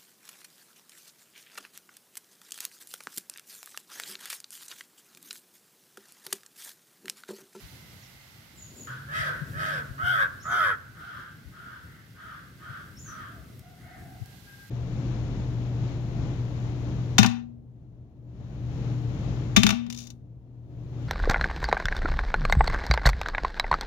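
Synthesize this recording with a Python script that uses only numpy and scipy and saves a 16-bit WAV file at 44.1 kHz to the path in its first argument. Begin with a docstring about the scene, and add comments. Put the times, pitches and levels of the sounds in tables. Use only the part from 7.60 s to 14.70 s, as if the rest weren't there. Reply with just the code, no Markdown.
"""Outdoors among trees a house crow flies over, cawing harshly four times close by, then on from
the trees: its syrinx makes rough pulses that throat resonances filter and trunks and leaves scatter.
A small bird whistles thin arcs, a rooster crows far off and an insect trills faintly. Light wind rumbles
and thumps on the microphone, a distant engine drones for a moment and something scuffs softly.
Behind it all a faint high hiss of air lies over soft foliage noise, with a few faint sharp clicks."""
import sys
import numpy as np
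from scipy import signal
from scipy.fft import rfft, irfft, next_fast_len
from scipy.io import wavfile
from scipy.ndimage import uniform_filter1d

SR = 44100
rng = np.random.default_rng(int(sys.argv[2]) if len(sys.argv) > 2 else 0)


def transcribe(signal):
    """Save signal, clipped to [-1, 1], as a 16-bit WAV file at the path in sys.argv[1]."""
    frames = np.atleast_2d(signal).T
    limited = np.clip(frames, -1, 1)
    pcm = np.round(limited * 32767).astype(np.int16)
    wavfile.write(sys.argv[1], SR, pcm)


N = 313110
TIME = np.arange(N) / SR


def from_db(db):
    """Amplitude ratio: a factor of ten for every 20 dB."""
    return 10 ** (np.asarray(db) / 20)


def unit_power(x):
    """Normalisation by the root mean square."""
    return x / np.sqrt(np.mean(x ** 2) + 1e-20)


def since(length):
    """Sample times in seconds from an onset."""
    return TIME[:int(length * SR)]


def ramp(t, length):
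    """Linear rise from 0 to 1 over a length of time."""
    return np.clip(t / length, 0, 1)


def curves(rows, t):
    """Linear interpolation of a table's columns at the times t."""
    times, *columns = np.transpose(rows)
    return [np.interp(t, times, column) for column in columns]


def drift(rate, size):
    """Random modulation with rate new values a second."""
    return np.interp(np.arange(size) * rate / SR, np.arange(N // 8), rng.standard_normal(N // 8))


def cycle(hz):
    """Phase as the integral of frequency."""
    return 2 * np.pi * np.cumsum(hz) / SR


def pan(left_db):
    """Level difference between the ears, as two gains."""
    return from_db([[left_db / 2], [-left_db / 2]])


def add(out, start, sound):
    """Superposition: a sound is mixed in at a time, with tapered ends."""
    i = max(int(start * SR), 0)
    n = min(sound.shape[-1], N - i)
    out[:, i:i + n] += (sound * signal.windows.tukey(sound.shape[-1], .06))[..., :n]


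def colour(x, spectrum):
    """Spectral shaping by (Hz, dB) points, scaled to unit power."""
    hz, db = np.transpose(spectrum)
    size = next_fast_len(x.shape[-1])
    bins = np.arange(size // 2 + 1) * SR / size + 1
    gain = from_db(np.interp(np.log(bins), np.log(hz), db))
    return unit_power(irfft(rfft(x, size) * gain, size)[..., :x.shape[-1]])


def stereo_noise(spectrum, correlation):
    """Partial coherence: coloured noise that the two channels share in part."""
    mid, side = rng.standard_normal((2, N))
    return colour(np.sqrt(1 + correlation) * mid + np.sqrt(1 - correlation) * side * [[1], [-1]], spectrum)


def resonate(x, hz, width_hz):
    """A damped resonator whose centre frequency may move."""
    turn = np.exp(1j * cycle(np.broadcast_to(hz, x.shape)))
    pole = np.exp(-np.pi * width_hz / SR)
    return (signal.lfilter([1 - pole], [1, -pole], x / turn) * turn).real


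def steady(x):
    """Division by the running RMS holds the loudness and keeps the fast rattle."""
    return x / np.sqrt(uniform_filter1d(x ** 2, size=600) + 1e-9)


def scatter(x, t60, dull_hz):
    """Diffuse reflection from trunks and leaves: decaying echoes, different at each ear."""
    t = since(1)
    echoes = rng.standard_normal((2, SR)) * from_db(-60 * t / t60) * (1 - np.exp(-t / 0.0013))
    echoes /= np.sqrt(np.sum(echoes ** 2, axis=1, keepdims=True))
    echoes = signal.sosfilt(signal.butter(1, dull_hz, fs=SR, output="sos"), echoes)
    return signal.fftconvolve(x, echoes, axes=1)[:, :N]


def syrinx(pitch, rough, flutter_hz=96, flutter_depth=0.83, jitter=0.05):
    """Modulation: uneven flutter of the membranes shakes the pitch and chops the pulses and breath."""
    size = len(pitch)
    flutter = np.cos(cycle(flutter_hz * (1 + 0.125 * drift(70.24, size))))
    lurch = .035 * drift(130, size) + .11 * flutter
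    phase = cycle(pitch * (1 + rough * (jitter * drift(700, size) + lurch)))
    pulses = unit_power(sum(np.cos(k * phase) for k in range(1, 9)))
    air = rng.standard_normal(size) * (1 + np.cos(phase))
    chop = np.exp(flutter_depth * rough * flutter)
    voice = (pulses + 2 * rough * air) * chop
    return voice, np.cos(phase) * np.sqrt(chop), air * np.sqrt(chop)


def caw_pitch(t, top_hz, break_s, rise_s=.075, rise_octaves=.33, sag_octaves_per_s=4.3):
    """Frequency glide: a caw climbs to its top pitch, holds it, and sags once the voice breaks."""
    octaves_below = rise_octaves * (1 - ramp(t, rise_s)) + sag_octaves_per_s * np.maximum(t - break_s, 0)
    return top_hz * 2 ** -octaves_below


# Spectra of the crow's throat, chest tone, upper resonance and rasp.
# Each row: frequency in Hz, relative level in dB.
THROAT_SPECTRUM = [(350, -42), (850, -9.5), (1150, -3), (1520, 2.5), (1850, -5.5), (2150, -13.5),
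                   (3000, -21.5)]
CHEST_SPECTRUM = [(200, -25), (400, -2), (600, 0), (740, -4), (880, -18), (1500, -45)]
UPPER_SPECTRUM = [(1600, -19), (2600, 5), (3300, 9.5), (4200, -22), (6000, -80)]
RASP_SPECTRUM = [(1500, -10), (2400, 3.5), (3700, 1.5), (5500, -3), (7000, -10.5), (10000, -8),
                 (14000, -11.5), (16000, -19)]
# Close caws. Each row: start, length and time until the voice breaks in seconds, top pitch in Hz,
# relative level and dip at the break in dB, throat resonance at the onset and wide open in Hz,
# roughness before the break from 0 to 1, relative levels of chest tone and upper resonance in dB,
# climb of that resonance in Hz per second, relative rasp level in dB, its tilt in dB per octave,
# relative echo level in dB, excess at the right ear in dB, delay at the left ear in milliseconds.
CLOSE_CAWS = [ (1.467, 0.27, 0.13, 650, -29.5, 5, 1430, 1850, .3, -15.5, -20.5, 800, -10.5, 0.5, -5, -0.5, .39),
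              (1.913, 0.33, .18, 633, -30, 1, 1560, 1620, 0.54, -12, -21.5, 1807, -13, -0.5, -14.5, 1.5, 0.374),
              (2.371, 0.31, .15, 716.6, -19, 5.5, 1220, 1480, 0.3, -20.5, -18, 2600, -25, 6.5, -19.5, 0.5, 0.332),
              (2.835, 0.33, .14, 715.3, -22, -1, 1240, 1360, 0.57, -19, -21.5, -700, -25, 2.5, -22.5, 2.5, 0.091)]


def crow_close(attack_s=0.094, release_s=0.053, breaking_s=0.049, throat_rest_hz=1490, upper_mid_hz=3297):
    """Source and filter: the syrinx drives two moving resonances, with a chest tone and a breathy rasp."""
    direct, to_trees = np.zeros((2, 2, N))
    for (start, length, break_s, top_hz, top_db, dip_db, onset_hz, open_hz, early_rough, chest_db,
         upper_db, climb_hz_per_s, rasp_db, tilt_db, echo_db, right_db, late_ms) in CLOSE_CAWS:
        t = since(length)
        edges_db = -18.5 * (1 - ramp(t, attack_s)) - 14 * (1 - ramp(length - t, release_s))
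        broken_s = np.maximum(t - break_s, 0)
        level_db = top_db + edges_db - dip_db * np.exp(-2 * (broken_s / breaking_s - 1) ** 2)
        rough = np.interp(t, [0, .075, break_s, break_s + breaking_s],
                          [0.696, early_rough, early_rough, 0.62])
        voice, fundamental, air = syrinx(caw_pitch(t, top_hz, break_s), rough)
        throat_hz = np.interp(t, [0, break_s, break_s + 2 * breaking_s],
                              [onset_hz, open_hz, throat_rest_hz])
        throat = steady(resonate(colour(voice, THROAT_SPECTRUM), throat_hz, width_hz=364))
        easing_db = level_db.max() - level_db   # as effort drops, the chest tone lingers
        chest = steady(fundamental + 2.1 * colour(voice, CHEST_SPECTRUM))
        chest *= from_db(chest_db + 0.13 * easing_db)
        upper_hz = upper_mid_hz + climb_hz_per_s * (t - length / 2)
        upper = resonate(colour(voice + air, UPPER_SPECTRUM), upper_hz, width_hz=600)
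        upper = steady(resonate(upper, upper_hz, width_hz=600)) * from_db(upper_db - 0.5)
        tilted = [(hz, db + tilt_db * np.log2(hz / 5000)) for hz, db in RASP_SPECTRUM]
        rasp = colour(air + 0.13 * voice, tilted) * from_db(rasp_db - 2 - 0.033 * easing_db)
        arch = np.sqrt(np.hanning(len(t)))   # the brighter parts peak in mid-call
        caw = (throat + arch * upper) * pan(-right_db) + chest * pan(0.77) + arch * rasp * pan(-4.5)
        left, right = caw * from_db(level_db - 3.5)
        late_left = np.interp(t - late_ms / 1000, t, left)
        heard = np.array([late_left, right]) * signal.windows.tukey(len(t), .15)
        add(direct, start, heard)
        add(to_trees, start, heard * from_db(echo_db))
    bright = signal.sosfilt(signal.butter(3, 870, "high", fs=SR, output="sos"), direct)
    early_echoes = from_db(1.5) * scatter(bright, t60=0.043, dull_hz=9300)
    return direct + early_echoes + from_db(10.5) * scatter(to_trees, t60=0.65, dull_hz=2510)


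# Caws from the trees. Each row: start and length in seconds, top pitch in Hz, relative level in dB,
# throat resonance in Hz.
DISTANT_CAWS = [(1.08, 0.3, 655.4, -38, 1480), (3.344, 0.31, 684.8, -39.5, 1440),
                (3.906, 0.3, 672.4, -44, 1430), (4.217, 0.22, 668, -54.5, 1860),
                (4.543, 0.25, 654.7, -42, 1474), (4.983, 0.23, 650.5, -40.5, 1460),
                (5.441, 0.24, 640.5, -40, 1410), (6.169, 0.26, 689, -53, 2070)]


def crow_far(attack_s=0.059, release_s=.05):
    """Reverberant field: from the trees the same voice arrives mostly as echoes."""
    out = np.zeros((2, N))
    for start, length, top_hz, level_db, throat_hz in DISTANT_CAWS:
        t = since(length)
        edges_db = -11 * (1 - ramp(t, attack_s) * ramp(length - t, release_s))
        voice, fundamental, air = syrinx(caw_pitch(t, top_hz, break_s=0.14), rough=0.593)
        throat = steady(resonate(colour(voice, THROAT_SPECTRUM), throat_hz, width_hz=340))
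        upper = unit_power(resonate(colour(voice, UPPER_SPECTRUM), 3230, width_hz=530))
        caw = throat + from_db(-21.5) * (fundamental + upper) + from_db(-18) * colour(air, RASP_SPECTRUM)
        add(out, start, caw * from_db(level_db + edges_db))
    return from_db(-12.5) * out + from_db(-1.5) * scatter(out, t60=0.63, dull_hz=4770)


def whistle(pitch, level_db):
    """Slight random frequency modulation makes a pure tone quiver."""
    quiver = 1 + 0.006 * drift(419, len(pitch))
    return unit_power(np.sin(cycle(pitch * quiver))) * from_db(level_db)


# Falling whistles. Each row: start and length in seconds, first and final pitch in Hz,
# relative level in dB.
FALLING_WHISTLES = [(.41, 0.028, 7100, 4700, -47), (0.96, 0.097, 7720, 6780, -42.5),
                    (1.148, 0.077, 7640, 6780, -40.5)]
# Arched whistles. Each row: start in seconds, relative level in dB.
ARCHED_WHISTLES = [(2.795, -46), (5.357, -44)]
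# The arch they share. Each row: time from the onset in seconds, pitch in Hz, relative level in dB.
ARCH_CONTOUR = [(0, 5400, -7), (.016, 5340, -5.5), (.04, 7120, -1.5), (.078, 6880, -3.5), (.125, 5940, 1),
                (.16, 5720, -8)]


def small_bird(settle_s=0.023, attack_s=0.039):
    """Gliding pure tones fall or arch, and scattering gives each a trail of echoes."""
    out = np.zeros((2, N))
    for start, length, first_hz, last_hz, level_db in FALLING_WHISTLES:
        t = since(length)
        pitch = last_hz + (first_hz - last_hz) * np.exp(-(t / settle_s) ** 1.56)
        add(out, start, whistle(pitch, level_db - 15 * (1 - ramp(t, attack_s))))
    pitch, swell_db = curves(ARCH_CONTOUR, since(ARCH_CONTOUR[-1][0]))
    for start, level_db in ARCHED_WHISTLES:
        add(out, start, whistle(pitch, level_db + swell_db))
    return from_db(-12.5) * out + from_db(-2.5) * scatter(out, t60=0.31, dull_hz=9000)


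# The rooster's call. Each row: start and length in seconds, pitch in Hz, relative levels of the
# fundamental and its octave in dB, roughness from 0 to 1.
ROOSTER_SYLLABLES = [(5.69, 0.16, 649.4, -56.5, -63, 0.73), (6.02, .14, 713, -55, -65.5, 0.65),
                     (6.22, 0.37, 737, -52.5, -64, 0.95), (6.64, .2, 812, -66.5, -64, 0.1),
                     (6.86, 0.21, 807.6, -64, -55, 0.12)]


def rooster(edge_s=0.014, sag_hz_per_s=32.3):
    """Pitch jitter makes the first syllables hoarse, the last are clean; reverberation blurs them all."""
    out = np.zeros((2, N))
    for start, length, hz, fundamental_db, octave_db, rough in ROOSTER_SYLLABLES:
        t = since(length)
        phase = cycle((hz - sag_hz_per_s * t) * (1 + 0.0833 * rough * drift(250, len(t))))
        voice = from_db(fundamental_db) * np.sin(phase) + from_db(octave_db) * np.sin(2 * phase) * pan(13)
        add(out, start, np.sqrt(2) * voice * ramp(t, edge_s) * ramp(length - t, edge_s))
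    return from_db(-7.5) * out + from_db(-4) * scatter(out, t60=0.99, dull_hz=3000)


# Strength of the wind's rumble. Each row: time in seconds, relative level in dB.
WIND_LEVELS = [(0.0, -52.5), (0.73, -58), (1.92, -44), (2.23, -46.5), (3.46, -53), (3.87, -50),
               (4.55, -52.5), (5.59, -48), (6.13, -51), (6.56, -47), (7.1, -52.5)]
# Its spectrum. Each row: frequency in Hz, relative level in dB.
RUMBLE_SPECTRUM = [(25, -57), (38, -17), (60, -4), (125, 1.5), (200, -7.5), (260, -10.5), (400, -18.5),
                   (600, -27.5), (900, -40)]
# Gusts. Each row: time of the peak in seconds, its level in dB, pitch in Hz, excess on the left in dB.
GUSTS = [(.03, -48.5, 72.6, 28), (1.603, -37, 96.5, 19), (1.825, -34.5, 121, 20), (1.961, -43, 97, 27),
         (2.301, -34.5, 88.5, 16), (2.44, -38.5, 100, 28), (3.866, -43.5, 88, 25), (5.104, -36, 109.4, 9),
         (5.801, -42.5, 86, 14), (6.621, -39.5, 96.4, 30.5)]


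def wind(gust_s=0.018):
    """Pressure fluctuations on the microphone: a lumpy rumble, and single gusts as short low thumps."""
    rumble_db, = curves(WIND_LEVELS, TIME)
    out = stereo_noise(RUMBLE_SPECTRUM, correlation=0.85)
    out *= from_db(rumble_db + 1 + 2.1 * drift(20, N)) * pan(1.9)
    t = np.arange(-2 * gust_s, 2 * gust_s, 1 / SR)
    for peak_s, peak_db, hz, left_db in GUSTS:
        phase = cycle(hz * (1 + 0.34 * drift(162, len(t))))
        thump = np.sin(phase) * np.exp(-2 * (t / gust_s) ** 2)
        add(out, peak_s + t[0], thump * from_db(peak_db) * pan(left_db))
    return out


def engine(start_s=1.27, length_s=1.36, idle_hz=132, top_hz=152.1, level_db=-43):
    """Pitch follows engine speed: a distant, wavering drone revs up from idle and back."""
    out, size = np.zeros((2, N)), int(length_s * SR)
    pitch = idle_hz + (top_hz - idle_hz) * np.hanning(size)
    drone = np.sin(cycle(pitch * (1 + 0.049 * drift(50.5, size))))
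    add(out, start_s, drone * from_db(level_db + 2.9 * drift(24.25, size)))
    return out


# Spectrum of a scuff on the ground. Each row: frequency in Hz, relative level in dB.
SCUFF_SPECTRUM = [(130, -15), (220, 3), (400, -3), (600, -11), (1100, -25.5)]


def scuff(start_s=1.04, length_s=0.34, level_db=-52):
    """Friction noise: a dull rub that swells and fades."""
    out, size = np.zeros((2, N)), int(length_s * SR)
    rub = colour(rng.standard_normal(size), SCUFF_SPECTRUM) * np.hanning(size)
    add(out, start_s, rub * from_db(level_db) * pan(6))
    return out


# Strength of the background. Each row: time in seconds, foliage level in dB, air hiss level in dB.
BACKGROUND_LEVELS = [(0, -58, -58), (.75, -60.5, -62), (2.6, -61.5, -65), (3.4, -64.5, -69.5),
                     (6.5, -64.5, -68.5), (6.75, -62.5, -61.5)]
# Spectra of the foliage and of the air's hiss. Each row: frequency in Hz, relative level in dB.
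FOLIAGE_SPECTRUM = [(250, -48), (500, 1.5), (800, 3), (1050, -1), (1550, 5), (2100, -11), (2600, 1.5),
                    (5000, -4.5), (7500, -11.5), (15000, -42)]
HISS_SPECTRUM = [(1500, 5), (4000, 10), (6000, 6), (9000, 1), (13000, 7.5), (15500, -3)]
# Faint sharp clicks. Each row: start in seconds, relative level in dB, excess on the left in dB.
CLICKS = [(5.685, -62, 18), (5.993, -48.5, -3), (6.658, -51, -11)]


def air_and_foliage(click_decay_s=0.0018):
    """Broadband noise: a high hiss of air over soft foliage; each click is a quickly decaying burst."""
    foliage_db, hiss_db = curves(BACKGROUND_LEVELS, TIME)
    out = stereo_noise(FOLIAGE_SPECTRUM, correlation=0.25) * from_db(foliage_db)
    hiss = stereo_noise(HISS_SPECTRUM, correlation=0.01)
    out += hiss * from_db(hiss_db + 0.59 * drift(12, N)) * pan(-14.5)
    t = TIME[:400]
    for start, level_db, left_db in CLICKS:
        click = rng.standard_normal(len(t)) * np.exp(-t / click_decay_s)
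        add(out, start, np.pad(click, len(t) // 10) * from_db(level_db + 3.5) * pan(left_db))
    return out


# Strength of the insect's trill. Each row: time in seconds, level in dB.
TRILL_LEVELS = [(0, -60.5), (.75, -61.5), (1.2, -67)]


def insect(hz=2040, width_hz=340):
    """Narrow-band noise is heard as a faint, wavering trill on one pitch."""
    level_db, = curves(TRILL_LEVELS, TIME)
    trill = [unit_power(resonate(resonate(white, hz, width_hz), hz, width_hz))
             for white in rng.standard_normal((2, N))]
    return np.array(trill) * from_db(level_db)


def scene(crow_enters_s=1.272):
    """Superposition of all sources; the crow sets in abruptly, partway through a distant caw."""
    crow = (crow_close() + crow_far()) * (TIME > crow_enters_s)
    return crow + small_bird() + rooster() + insect() + wind() + engine() + scuff() + air_and_foliage()


def record(dry, low_hz=50, high_hz=15760):
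    """Band limiting: the microphone drops the deepest bass, and the top is cut steeply."""
    dry = signal.sosfilt(signal.butter(6, low_hz, "high", fs=SR, output="sos"), dry)
    return signal.sosfilt(signal.ellip(12, .1, 80, high_hz, fs=SR, output="sos"), dry)


dry = scene()
out = record(dry)
transcribe(out)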